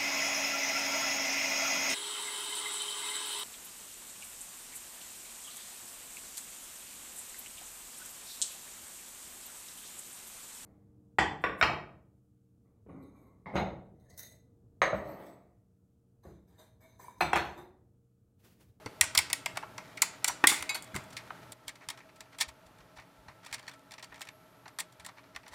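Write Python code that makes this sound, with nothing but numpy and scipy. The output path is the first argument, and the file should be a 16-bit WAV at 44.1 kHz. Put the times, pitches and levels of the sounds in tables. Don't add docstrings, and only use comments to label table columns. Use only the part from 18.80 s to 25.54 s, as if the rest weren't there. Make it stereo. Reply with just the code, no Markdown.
import sys
import numpy as np
from scipy import signal
from scipy.fft import rfft, irfft, next_fast_len
from scipy.io import wavfile
from scipy.ndimage import uniform_filter1d, map_coordinates

SR = 44100
rng = np.random.default_rng(int(sys.argv[2]) if len(sys.argv) > 2 else 0)


def wav_record(signal):
    frames = np.transpose(np.atleast_2d(signal))
    bounded = np.clip(frames, -1, 1)
    quanta = np.round(bounded * 32767).astype(np.int16)
    wavfile.write(sys.argv[1], SR, quanta)


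def level_to_linear(level):
    exponent = np.asarray(level, float) / 20
    return 10 ** exponent


N = 297234
QUIET_FROM_S = 2.735

# f/Hz, width/Hz, level/dB
BOLT = [(1873, 78, 0), (2090, 200, 5), (2300, 360, 4), (2520, 630, -1.5)]


def unit(x):
    return x / np.sqrt(np.mean(x ** 2) + 1e-20)


def along(points, hz):
    f, v = np.transpose(points)
    return np.interp(np.log(hz + 1), np.log(f + 1), v)


def curve(rows):
    return np.interp(np.arange(N) / SR, *np.transpose(rows))


def wobble(rate):
    knots = rng.standard_normal(int(N * rate / SR) + 4)
    return map_coordinates(knots, [np.arange(N) * rate / SR])


def filtered(x, response):
    m = next_fast_len(N + SR // 2)
    return irfft(rfft(x, m) * response(np.fft.rfftfreq(m, 1 / SR)), m)[..., :N]


def body(peaks, widen=1.):
    def response(f):
        h = 0
        for k, (center, width, db) in enumerate(peaks):
            damping = 1j * f * width * widen
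            h = h + (-1) ** k * level_to_linear(db) * damping / (center * center - f * f + damping)
        return h / np.sqrt(np.mean(np.abs(h) ** 2))
    return response


def ring(hz, t60, attack, flutter=0.):
    t = np.arange(SR // 2) / SR
    drift = flutter * np.cumsum(rng.standard_normal(len(t))) / np.sqrt(SR)
    return level_to_linear(-60 * t / t60) * (1 - np.exp(-t / attack)) * np.sin(2 * np.pi * hz * t + drift)


def strokes():
    # t/s, peak/dB, wood share/dB, nut share/dB, t60/s
    blows = [(0.2097, -11.5, -19.5, 0.5, 0.015), (0.23, -28.5, -4.5, -31.5, 0.04),
             (.387, -19.5, -10.5, -0.5, 0.034), (0.4989, -27.5, -11.5, -9, 0.044),
             (0.529, -17, -16, 2, 0.01), (0.6585, -19.5, -11, -5, 0.015), (0.7703, -23, -8.5, -8.5, 0.019),
             (1.4428, -14.5, -14.5, 1, 0.017), (1.494, -32.5, 1.5, -36.5, 0.038),
             (1.639, -21.5, 4, -33, 0.017), (1.6701, -11.5, -34, 4.5, 0.022),
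             (1.8239, -26.5, -12, -0.5, 0.012), (2.1523, -36.5, -4.5, -2.5, 0.033),
             (2.3657, -33, -18, -9.5, 0.085), (2.5035, -45, 15, -31.5, 0.011),
             (2.8796, -29.5, -19.5, -0.5, 0.023), (3.086, -31, -11.5, -2.5, 0.028),
             (3.584, -35, -13, -5, 0.1), (4.7255, -33, -13.5, -6.5, 0.072), (5.4068, -39, -6, -5, 0.039),
             (5.415, -29.5, -21, -7, 0.029), (5.4868, -32, -16, -13.5, 0.0093),
             (5.986, -31, -6.5, 0, 0.034), (6.5605, -29.5, -17.5, -12.5, 0.012)]
    # t/s, peak/dB, wood share/dB, nut share/dB, rise/ms
    shoves = [(.0589, -32, -5.5, -11, 1.8), (.3479, -22.5, -5, -1, 3.1), (.3733, -13, -22, 1.5, 2.9),
              (.7491, -39.5, -2.5, -17, 10), (.8247, -42.5, 8, -28, 3.7), (.9779, -31.5, -6.5, -11, 2.7),
              (1.1708, -31, -22, -10.5, 3.3), (1.2178, -14.5, -11, 4.5, 2.5),
              (1.4735, -22, -10.5, 4.5, 7.3), (2.1417, -39.5, 3.5, -8, 2.2), (2.1601, -28.5, -6, -3.5, 2.1),
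              (2.719, -41, -13, 6.5, 1.9), (2.888, -33.5, -13.5, -8, 4.1), (3.0967, -32.5, -11, -2, 5.6),
              (3.4045, -37, -11, -4.5, 2.1), (3.5988, -23, -13.5, -1, 13), (3.612, -25.5, -23, -1.5, 9.7),
              (4.7332, -31, -16, -3, 9.6), (4.875, -35, -14, -12, 5.3), (5.9989, -31, -11.5, 3.5, 4.1),
              (6.261, -41.5, -5, 6, 1.9), (6.2773, -44.5, -3, -13.5, 13.7), (6.705, -40, -3.5, -8.5, 47)]
    # t/s, peak/dB, wood share/dB, nut share/dB, t60/s
    rattles = [(0.238, -40, -3, 5, 0.021), (1.674, -26, -19, 2.5, 0.37), (1.712, -29.5, 3.5, -27.5, 0.038),
               (1.8906, -41, 1.5, -11, 0.13), (1.9447, -37, -2, 2, 0.1), (2.145, -42, 0, -2, 0.17),
               (2.2323, -56, -6, 6, .059), (2.4022, -60, 5, -7.5, 0.069), (3.0045, -45.5, -10, -36, 0.1),
               (4.181, -41, -5, -28, 0.038), (4.479, -43, -2.5, -19.5, 0.072),
               (5.8529, -44.5, -2, -24, 0.052), (5.8756, -44, -6, -7.5, 0.033),
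               (6.6582, -45.5, -5, -21, 0.065)]
    # t/s, peak/dB, nut share/dB
    ticks = [(0.997, -44, -36), (2.023, -52, 9), (2.953, -44, -11.5), (3.172, -45, -8.5), (3.1885, -59, -1),
             (3.201, -46, -27.5), (3.3582, -51.5, -2), (3.544, -51, -19), (4.0024, -52.5, -16),
             (4.196, -44, -13), (4.6435, -53, -5.5), (4.9105, -52, -5), (5.1065, -46.5, -9.5),
             (5.1157, -40.5, -9), (5.1788, -39.5, -19), (5.195, -45.5, -17), (5.224, -37.5, -5.5),
             (5.3197, -45, -40), (5.3416, -41.5, -18), (5.356, -45, -13), (5.394, -53, -6),
             (5.4684, -42, -16), (5.994, -41, 8), (6.1218, -57.5, 3), (6.1954, -43, -6.5),
             (6.245, -43.5, -1), (6.5464, -40.5, -21), (6.6297, -49.5, -19.5), (6.6764, -45.5, -2.5)]
    # t/s, peak/dB, nut share/dB, rise/ms
    rolls = [(2.042, -58, 12, 2), (2.2965, -51, -3, 10), (2.32, -47.5, -3, 11), (3.285, -48, -33, 7.8),
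             (3.4536, -49, -39, 3.6), (3.6762, -42, -5.5, 13), (3.856, -55, -7, 9.7),
             (3.9776, -56, -7, 9.1), (4.155, -46.5, -11, 17), (4.2177, -50, -21, 4.5),
             (4.655, -43, -6.5, 9.4), (4.7787, -45, -18, 4.1), (4.785, -44.5, -8, 9.6),
             (4.8236, -53, -15, 5.2), (4.9298, -54, 0, 8.6), (5.1307, -43.5, -9, 9.1),
             (5.2366, -46.5, -1.5, 4.9), (5.373, -48, -14, 5.8), (5.448, -51, -3, 4.2),
             (6.2727, -53.5, -12, 3.8), (6.3568, -46.5, -28, 28), (6.387, -51.5, -16.5, 6.2),
             (6.4337, -49.5, -24, 6.8)]
    # t/s, peak/dB, nut share/dB, rise/ms
    scrapes = [
        (1.211, -46, -14, 6),
        (2.866, -47, -8, 12),
        (4.709, -47, -8, 4),
        (4.886, -44, -10, 6),
    ]
    tick_wood_db, roll_wood_db = -11.5, -8
    return ([(s, db, wood, nut, 1.3, t60) for s, db, wood, nut, t60 in blows]
            + [(*row, 0.028) for row in shoves]
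            + [(s, db, wood, nut, 4 + 1000 * .025 * t60, t60) for s, db, wood, nut, t60 in rattles]
            + [(s, db, tick_wood_db, nut, 3.1, 0.048) for s, db, nut in ticks]
            + [(s, db, roll_wood_db, nut, rise_ms, 0.033) for s, db, nut, rise_ms in rolls + scrapes])


def clump(rise_ms, t60):
    t = np.arange(SR // 4 if t60 > .12 else SR // 10) / SR
    rise = rise_ms / 1000 + 1e-4
    after = np.maximum(t - rise, 0)
    fall_db = -60 * after ** 2 / (after + 0.26 * rise) / (t60 + 0.0097)
    swell = level_to_linear(fall_db * [[.8], [.7], [.7], [1.1], [1.2]])
    swell = swell * np.minimum(t / rise, 1) ** 1.3
    snap = 1.1 / (1 + rise / 0.0035) * np.exp(-np.abs(t - rise) / 0.0004)
    grit = rng.standard_normal((3, len(t)))
    clumps = unit(uniform_filter1d(grit[2], size=24))
    grit = unit(grit[0] * level_to_linear(2.1 * grit[1] + 3.0 * clumps))
    return swell * grit + snap * np.sign(grit)


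def contacts():
    # f/Hz, width/Hz, level/dB
    wood = [(300, 50, -13.5), (622, 72, -2.5), (878, 120, 6), (1012, 95, 11), (1217, 279, 8.5),
            (1500, 490, 4)]
    # f/Hz, width/Hz, level/dB
    held_bolt = [(1543, 210, -2.5), (1830, 190, 1), (2200, 275, 6.5), (2410, 690, 1.5)]
    # f/Hz, width/Hz, level/dB
    thread = [(3040, 500, -2), (3452, 460, 3), (4530, 640, 2), (5250, 1200, 2.5), (5950, 860, 0.5)]
    # f/Hz, width/Hz, level/dB
    steel_nut = [(6550, 18, -5), (7410, 67, 0), (8720, 140, -2.5), (9560, 87, -1.5), (10550, 190, -8),
                 (13130, 1000, -14.5)]
    # t/s, peak/dB, bolt share/dB, nut share/dB
    snaps = [(.212, -17, -0.5, -7), (.241, -26, -1, 1.5), (.3885, -16, 1, 4), (1.2203, -20, -4, 12),
             (1.6405, -24, -1, -10), (1.672, -26, -8, -9), (2.024, -39.5, -15, 6), (2.043, -45, -15, 4),
             (2.145, -40, -2, 0), (2.152, -36, -6, 1), (2.306, -50, -8, -5), (2.335, -46, -3, -3),
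             (2.376, -35, -10, -5), (2.385, -48, -12, -8), (2.468, -55, -20, 2.5), (3.020, -50, -4, -10),
             (3.300, -56, -3, -8), (3.360, -51, -5, -1), (4.651, -44, -6, -2), (4.667, -44, -6, 3),
             (4.712, -50, -4, -8), (4.727, -37, -5, 0), (4.756, -43, -10, -2), (4.782, -46, -4, -5),
             (4.795, -46, -8, -1), (4.829, -47, -10, -10), (4.868, -43, -8, -9), (4.885, -34, -8, -6),
             (4.896, -36, -8, -9), (4.914, -49, -2, -10), (4.994, -53, -6, -3), (5.119, -37, -11, -3),
             (5.139, -40, -5, -7), (5.195, -45, -3, -3), (5.245, -35, -9, -6), (5.343, -43, -10, -7.5),
             (5.358, -42, -10, -7), (5.395, -45, -8, -5), (5.4175, -31, -6, -3), (5.425, -39, -8, 2),
             (5.453, -46, -8, -5), (5.472, -42, -4, -8.5), (5.9955, -34, -4, -5), (6.004, -36, -9, -0.5)]
    held_from_s = 2.25
    held_bolt_db, held_thread_db = -1.5, 1.5
    skip_samples, skip_sizes = np.array([-31, -9, 0, 23, 58]), [.3, -.5, 1, -.6, .4]
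    snap_db = 8.5

    force = np.zeros((5, N + SR))
    for s, db, wood_db, nut_db, rise_ms, t60 in strokes():
        held = s > held_from_s
        thread_db = 0.4 * nut_db - 6.0 + held_thread_db * held
        shares = level_to_linear([wood_db - 0.5, -8, held_bolt_db - 8, thread_db, nut_db - 5.5])
        shares = shares * [True, not held, held, True, True]
        impacts = clump(rise_ms, t60)
        force[:, round(s * SR):][:, :impacts.shape[1]] += level_to_linear(db) * shares[:, None] * impacts
    for s, db, bolt_db, nut_db in snaps:
        held = s > held_from_s
        shares = level_to_linear([bolt_db - 8.5, bolt_db, bolt_db, -3, nut_db]) * [True, not held, held, True, True]
        force[:, round(s * SR) + skip_samples] += level_to_linear(db + snap_db) * np.outer(shares, skip_sizes)

    def reach(hz, low_hz, high_hz):
        above = (1j * hz / (low_hz + 1j * hz)) ** 2
        below = 1 / (1 - (hz / high_hz) ** 2 + 1.4j * hz / high_hz)
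        return above * below

    # modes, widening, lowest and highest f/Hz
    parts = [(wood, 2.1, 200, 2400), (BOLT, .8, 700, 3500), (held_bolt, .9, 700, 3500),
             (thread, 1.3, 1500, 7000), (steel_nut, 7.5, 3000, 19000)]
    out = np.zeros(N)
    for push, (modes, widen, low_hz, high_hz) in zip(force[:, :N], parts):
        out += filtered(push, lambda hz: body(modes, widen)(hz) * reach(hz, low_hz, high_hz))
    return out


def steel():
    # t/s, peak/dB
    clinks = [
        (1.8925, -27),
        (1.945, -32.5),
    ]
    # f/Hz, t60/s, first level/dB, second level/dB
    loose = [(2225, 0.122, -2, -5), (2530, 0.14, -6.5, -11.5), (3400, .8, -27, -17.5),
             (3873, 0.22, -11, -16), (4420, 0.094, -13.5, -0.5), (4775, .08, -6, -17),
             (6410, .06, -13, -15), (7210, 0.16, -13, -17.5), (7763, .04, -10.5, -14),
             (8800, .07, -11.5, -6), (9281, 0.216, -27, -25), (9868, .1, -26, -17.5),
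             (11740, .12, -21.5, -11.5), (12650, .05, -15, -22)]
    # f/Hz, level/dB, t60/s
    dropped = [(2092, -3, .3), (2165, -0.5, .3), (2890, -10, .3), (3530, -5.5, .3), (3840, -12, 0.15),
               (6000, -12, .25), (6800, -6, .22), (6900, 0, 0.25), (8470, -6.5, .2), (8300, -4.5, .25),
               (9281, -4.5, .22), (9921, -6.5, .22), (12320, -10, 0.17), (12980, -11.5, .18)]
    # t/s, level/dB
    drop = (1.671, -29.5)
    # f/Hz, level/dB, t60/s
    washer = [(5790, 1, 0.1135), (6000, -1.5, 0.12), (7461, -15.5, 0.12), (7540, -5, .15),
              (9500, -20, 0.29)]
    # t/s, level/dB
    washer_hit = (1.48, -34)
    # f/Hz, level/dB, t60/s
    frame = [(566, -11, .03), (823, -7, 0.055), (1043, -3.5, .04), (1206, -7, 0.048), (1464, -4, 0.041),
             (1850, 1, 0.043), (2070, -1, 0.016), (2462, -4, 0.026), (2865, -6, 0.0177), (3500, -7, .015)]
    # t/s, level/dB
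    knocks = [
        (1.640, -11),
        (5.325, -45),
        (6.5632, -40),
    ]
    # t/s, level/dB, f/Hz, t60/s
    pings = [(.060, -35, 4570, 0.022), (.376, -12, 5200, 0.021), (1.733, -39, 2060, 0.036),
             (1.760, -44, 2240, 0.11), (2.164, -42, 9500, .05), (2.368, -51, 4000, .03),
             (2.384, -48, 4800, .03), (4.183, -48, 2300, .04), (4.727, -44, 4440, .025),
             (4.743, -37, 4550, .03), (4.781, -50, 4500, .02), (4.829, -49, 4500, .02),
             (4.867, -50, 4400, .02), (4.879, -40, 4460, 0.034), (4.895, -44, 4500, .02),
             (4.913, -51, 3500, .06), (4.913, -50, 1500, .03), (4.931, -53, 3320, .03),
             (5.243, -41, 4500, .02), (5.320, -44, 1780, .03), (5.419, -41, 2200, .04),
             (5.990, -39, 1850, 0.078), (6.250, -44, 1850, 0.059), (6.290, -48.5, 2200, .04),
             (6.562, -43, 1850, .035)]

    hits = []  # t/s, level/dB, modes, how much the pitch shakes
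    for k, (s, db) in enumerate(clinks):
        hits.append((s, db, [(hz, levels[k], t60) for hz, t60, *levels in loose], 1.5))
    hits += [(*drop, dropped, 4.), (*washer_hit, washer, 1.2)]
    hits += [(s, db, frame, 1.2) for s, db in knocks]
    out = np.zeros(N + SR)
    for s, db, modes, shake in hits:
        for hz, level, t60 in modes:
            tone = ring(hz, t60, 0.00025, flutter=shake / np.sqrt(t60) * 3)
            out[round(s * SR):][:SR // 2] += level_to_linear(db + level + rng.normal(0, 1.9)) * tone
    for s, db, hz, t60 in pings:
        out[round(s * SR):][:SR // 2] += level_to_linear(db) * ring(hz, t60, 0.0006, flutter=18.0)
    return filtered(out[:N], lambda hz: (1j * hz / (150 + 1j * hz)) ** 2)


def thuds():
    # t/s, peak/dB, f/Hz
    pushes = [(0.057, -45.5, 101), (0.06, -38, 282), (0.063, -37, 460), (0.209, -44.5, 79),
              (0.371, -44, 95.4), (0.736, -49, 111), (0.83, -61.5, 91), (1.211, -61, 120), (1.481, -59, 59),
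              (1.638, -26.5, 300), (1.64, -50, 120), (1.716, -36.5, 300), (1.804, -51.5, 81.6),
              (2.144, -43.5, 79.5), (2.15, -37.5, 183), (2.159, -38.5, 360), (2.869, -61, 60),
              (3.077, -53.5, 110.5), (3.672, -52, 65.3), (3.852, -62, 60.5), (3.999, -62, 55.3),
              (4.175, -58, 70.3), (4.476, -56, 74.3), (4.718, -59, 88.6), (.39, -56, 70), (2.136, -45, 200),
              (2.168, -42, 130), (2.185, -50, 240), (4.49, -58, 130), (3.4, -69, 60), (4.38, -62, 55.3),
              (5.3, -64.5, 55.3), (6.19, -62, 70), (6.55, -64, 60.2), (6.71, -63, 59.5)]
    out = np.zeros(N + SR)
    for s, db, hz in pushes:
        out[round(s * SR):][:SR // 2] += level_to_linear(db + 15.5) * ring(hz, 7.2 / hz, 1.4 / hz, flutter=3.0)
    return out[:N]


def rub():
    # t/s, length/s, level/dB
    drags = [
        (1.05, 0.67, -65),
        (1.7, 0.96, -65),
        (3.04, 0.23, -70.5),
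        (3.53, 0.016, -62.5),
        (3.956, 0.047, -72.5),
        (4.642, 0.302, -62.5),
        (5.257, 0.25, -76.5),
        (5.99, 0.69, -83),
    ]
    # f/Hz, level/dB per Hz
    skin = [(410, -30), (700, -8.5), (886, -12), (1480, -6.5), (2160, -15.5), (2990, -14), (6740, -24),
            (16000, -42)]
    rest_db, ease_s = -80, 0.02
    t = np.arange(N) / SR
    pressure = level_to_linear(rest_db)
    for s, length, db in drags:
        inside = np.minimum(t - s, s + length - t)
        pressure = pressure + level_to_linear(db) * np.clip(inside / ease_s + 1, 0, 1)
    grains = rng.standard_normal(N) * level_to_linear(np.minimum(4.7 * wobble(60) + 3.4 * wobble(300), 9))
    drag = filtered(grains, lambda hz: level_to_linear(along(skin, hz)) * (1 + .3 * body(BOLT)(hz)))
    return pressure * level_to_linear(3.5) * unit(drag)


def diffuse(x):
    z = signal.stft(x, nperseg=256)[2]
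    even = np.sqrt(np.abs(uniform_filter1d(np.abs(z) ** 2, size=7, axis=0)))
    return signal.istft(even * np.exp(1j * np.angle(z)), nperseg=256)[1][:N]


def room(x, size, count):
    # f/Hz, t60/s
    decay = [(300, 0.77), (2000, 0.42), (7000, 0.3), (14000, 0.14)]
    out = np.zeros((2, N + SR))
    step = -(-N // count)
    moments = np.pad(x, (0, count))[:step * count].reshape(count, -1)
    for start, part in zip(range(0, N, step), moments):
        hz, t, z = signal.stft(rng.standard_normal((2, SR // 2)), SR, nperseg=256)
        fall = level_to_linear(-60 * t / (size * along(decay, hz)[:, None]))
        mid, side = signal.istft(z * fall, SR, nperseg=256)[1]
        tail = np.array([mid + .5 * side, mid - .5 * side]) / np.linalg.norm(mid)
        delayed = np.pad(part, (260, 0))[None]
        answer = signal.fftconvolve(delayed, tail, axes=1)
        out[:, start:start + answer.shape[1]] += answer
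    return out[:, :N]


def rush(gain, alike):
    turn = lambda hz: np.arccos(np.clip(along(alike, hz), -1, 1)) / 2
    noise = rng.standard_normal((2, N))
    mid, side = filtered(noise, lambda hz: gain(hz) * [np.cos(turn(hz)), np.sin(turn(hz))])
    return unit(np.array([mid + side, mid - side]))


def fan():
    # f/Hz, level/dB per Hz
    breeze = [(15, -50), (25, -14), (105, -5.5), (288, -2.5), (433, -2.5), (634, -5.5), (952, -5.5),
              (1360, -4.5), (1470, -7.5), (8600, -23.5), (11600, -23), (15200, -27), (16500, -56)]
    # f/Hz, width/Hz, level/dB
    hums = [(120, 27, 10), (177, 12, 9), (279.4, 13, 5.5), (634.2, 35, 13), (870, 43, 5), (1327, 12, 11.5)]
    # f/Hz, likeness/1
    likeness = [(60, 1), (130, 0.97), (300, 0.88), (900, 0.64), (3500, 0.25), (15000, 0.5)]
    # f/Hz, left minus right/dB
    lean = [(300, 0), (800, 7), (1500, 4), (4000, 0.5)]
    # t/s, level/dB
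    whine = [
        (5.25, -100),
        (5.4, -77),
        (5.7, -77),
        (6.0, -79.5),
        (6.1, -87.5),
        (6.45, -82),
        (6.5, -100),
    ]
    duct = lambda hz: 1 + sum(level_to_linear(db) / (1 + (2 * (hz - c) / w) ** 2) for c, w, db in hums)
    level_db = -53 - 6 * (np.arange(N) > QUIET_FROM_S * SR) + 0.26 * wobble(2.3)
    air = level_to_linear(level_db) * rush(lambda hz: level_to_linear(along(breeze, hz)) * duct(hz), likeness)
    air = filtered(air, lambda hz: level_to_linear(along(lean, hz) * [[.5], [-.5]]))
    fizz = rush(lambda hz: 1 / (1 + ((hz - 11600) / 400) ** 2), [(1000, .7)])
    return air + level_to_linear(curve(whine) + 1.5 * wobble(30)) * fizz


def scene():
    # t/s, level/dB
    mat = [
        (.00034, -23),
        (.00052, -21),
    ]
    spread_samples = .42
    clicks, rings = contacts(), steel() + thuds()
    near, around = clicks + rings, diffuse(clicks) + rings
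    opened = np.arange(N) < QUIET_FROM_S * SR
    tails = level_to_linear(-13.5) * room(around, size=1, count=30) * opened
    tails = tails + level_to_linear(-16) * room(around * ~opened, size=.4, count=9)
    echoed = filtered(near, lambda hz: [1 + level_to_linear(db) * np.exp(-2j * np.pi * hz * s) for s, db in mat])
    echoed = echoed + spread_samples * wobble(15) * np.gradient(echoed, axis=1) * [[1], [-1]]
    return echoed + rub() + tails + fan()


def band_limit(x):
    return signal.sosfilt(signal.butter(12, 16850, fs=SR, output="sos"), x)


def record(dry):
    # f/Hz, left minus right/dB
    port = [(60, -22), (110, -13.5), (200, -13), (380, -11), (700, -6.5), (1290, -2), (2380, 0), (4400, -2),
            (8120, -1.5), (15000, -16)]
    # f/Hz, left leads by/rad
    lead = [(100, -0.2), (600, -0.049), (4200, -1.3), (5050, -0.86), (6630, -0.19), (8700, -0.25),
            (11000, -1.5), (12000, -0.15), (15000, -.5)]
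    top_hz = 16100
    tilt = lambda hz: level_to_linear(along(port, hz)) * np.exp(1j * along(lead, hz))
    pair = lambda hz: [2 * tilt(hz), 2 + 0 * hz] / np.abs(1 + tilt(hz))
    ports = filtered(dry, lambda hz: pair(hz) / (1 + (hz / top_hz) ** 40))
    ports = ports / (1 + np.abs(ports / .92) ** 6) ** (1 / 6)
    return band_limit(ports)


dry = scene()
out = record(dry)
wav_record(out)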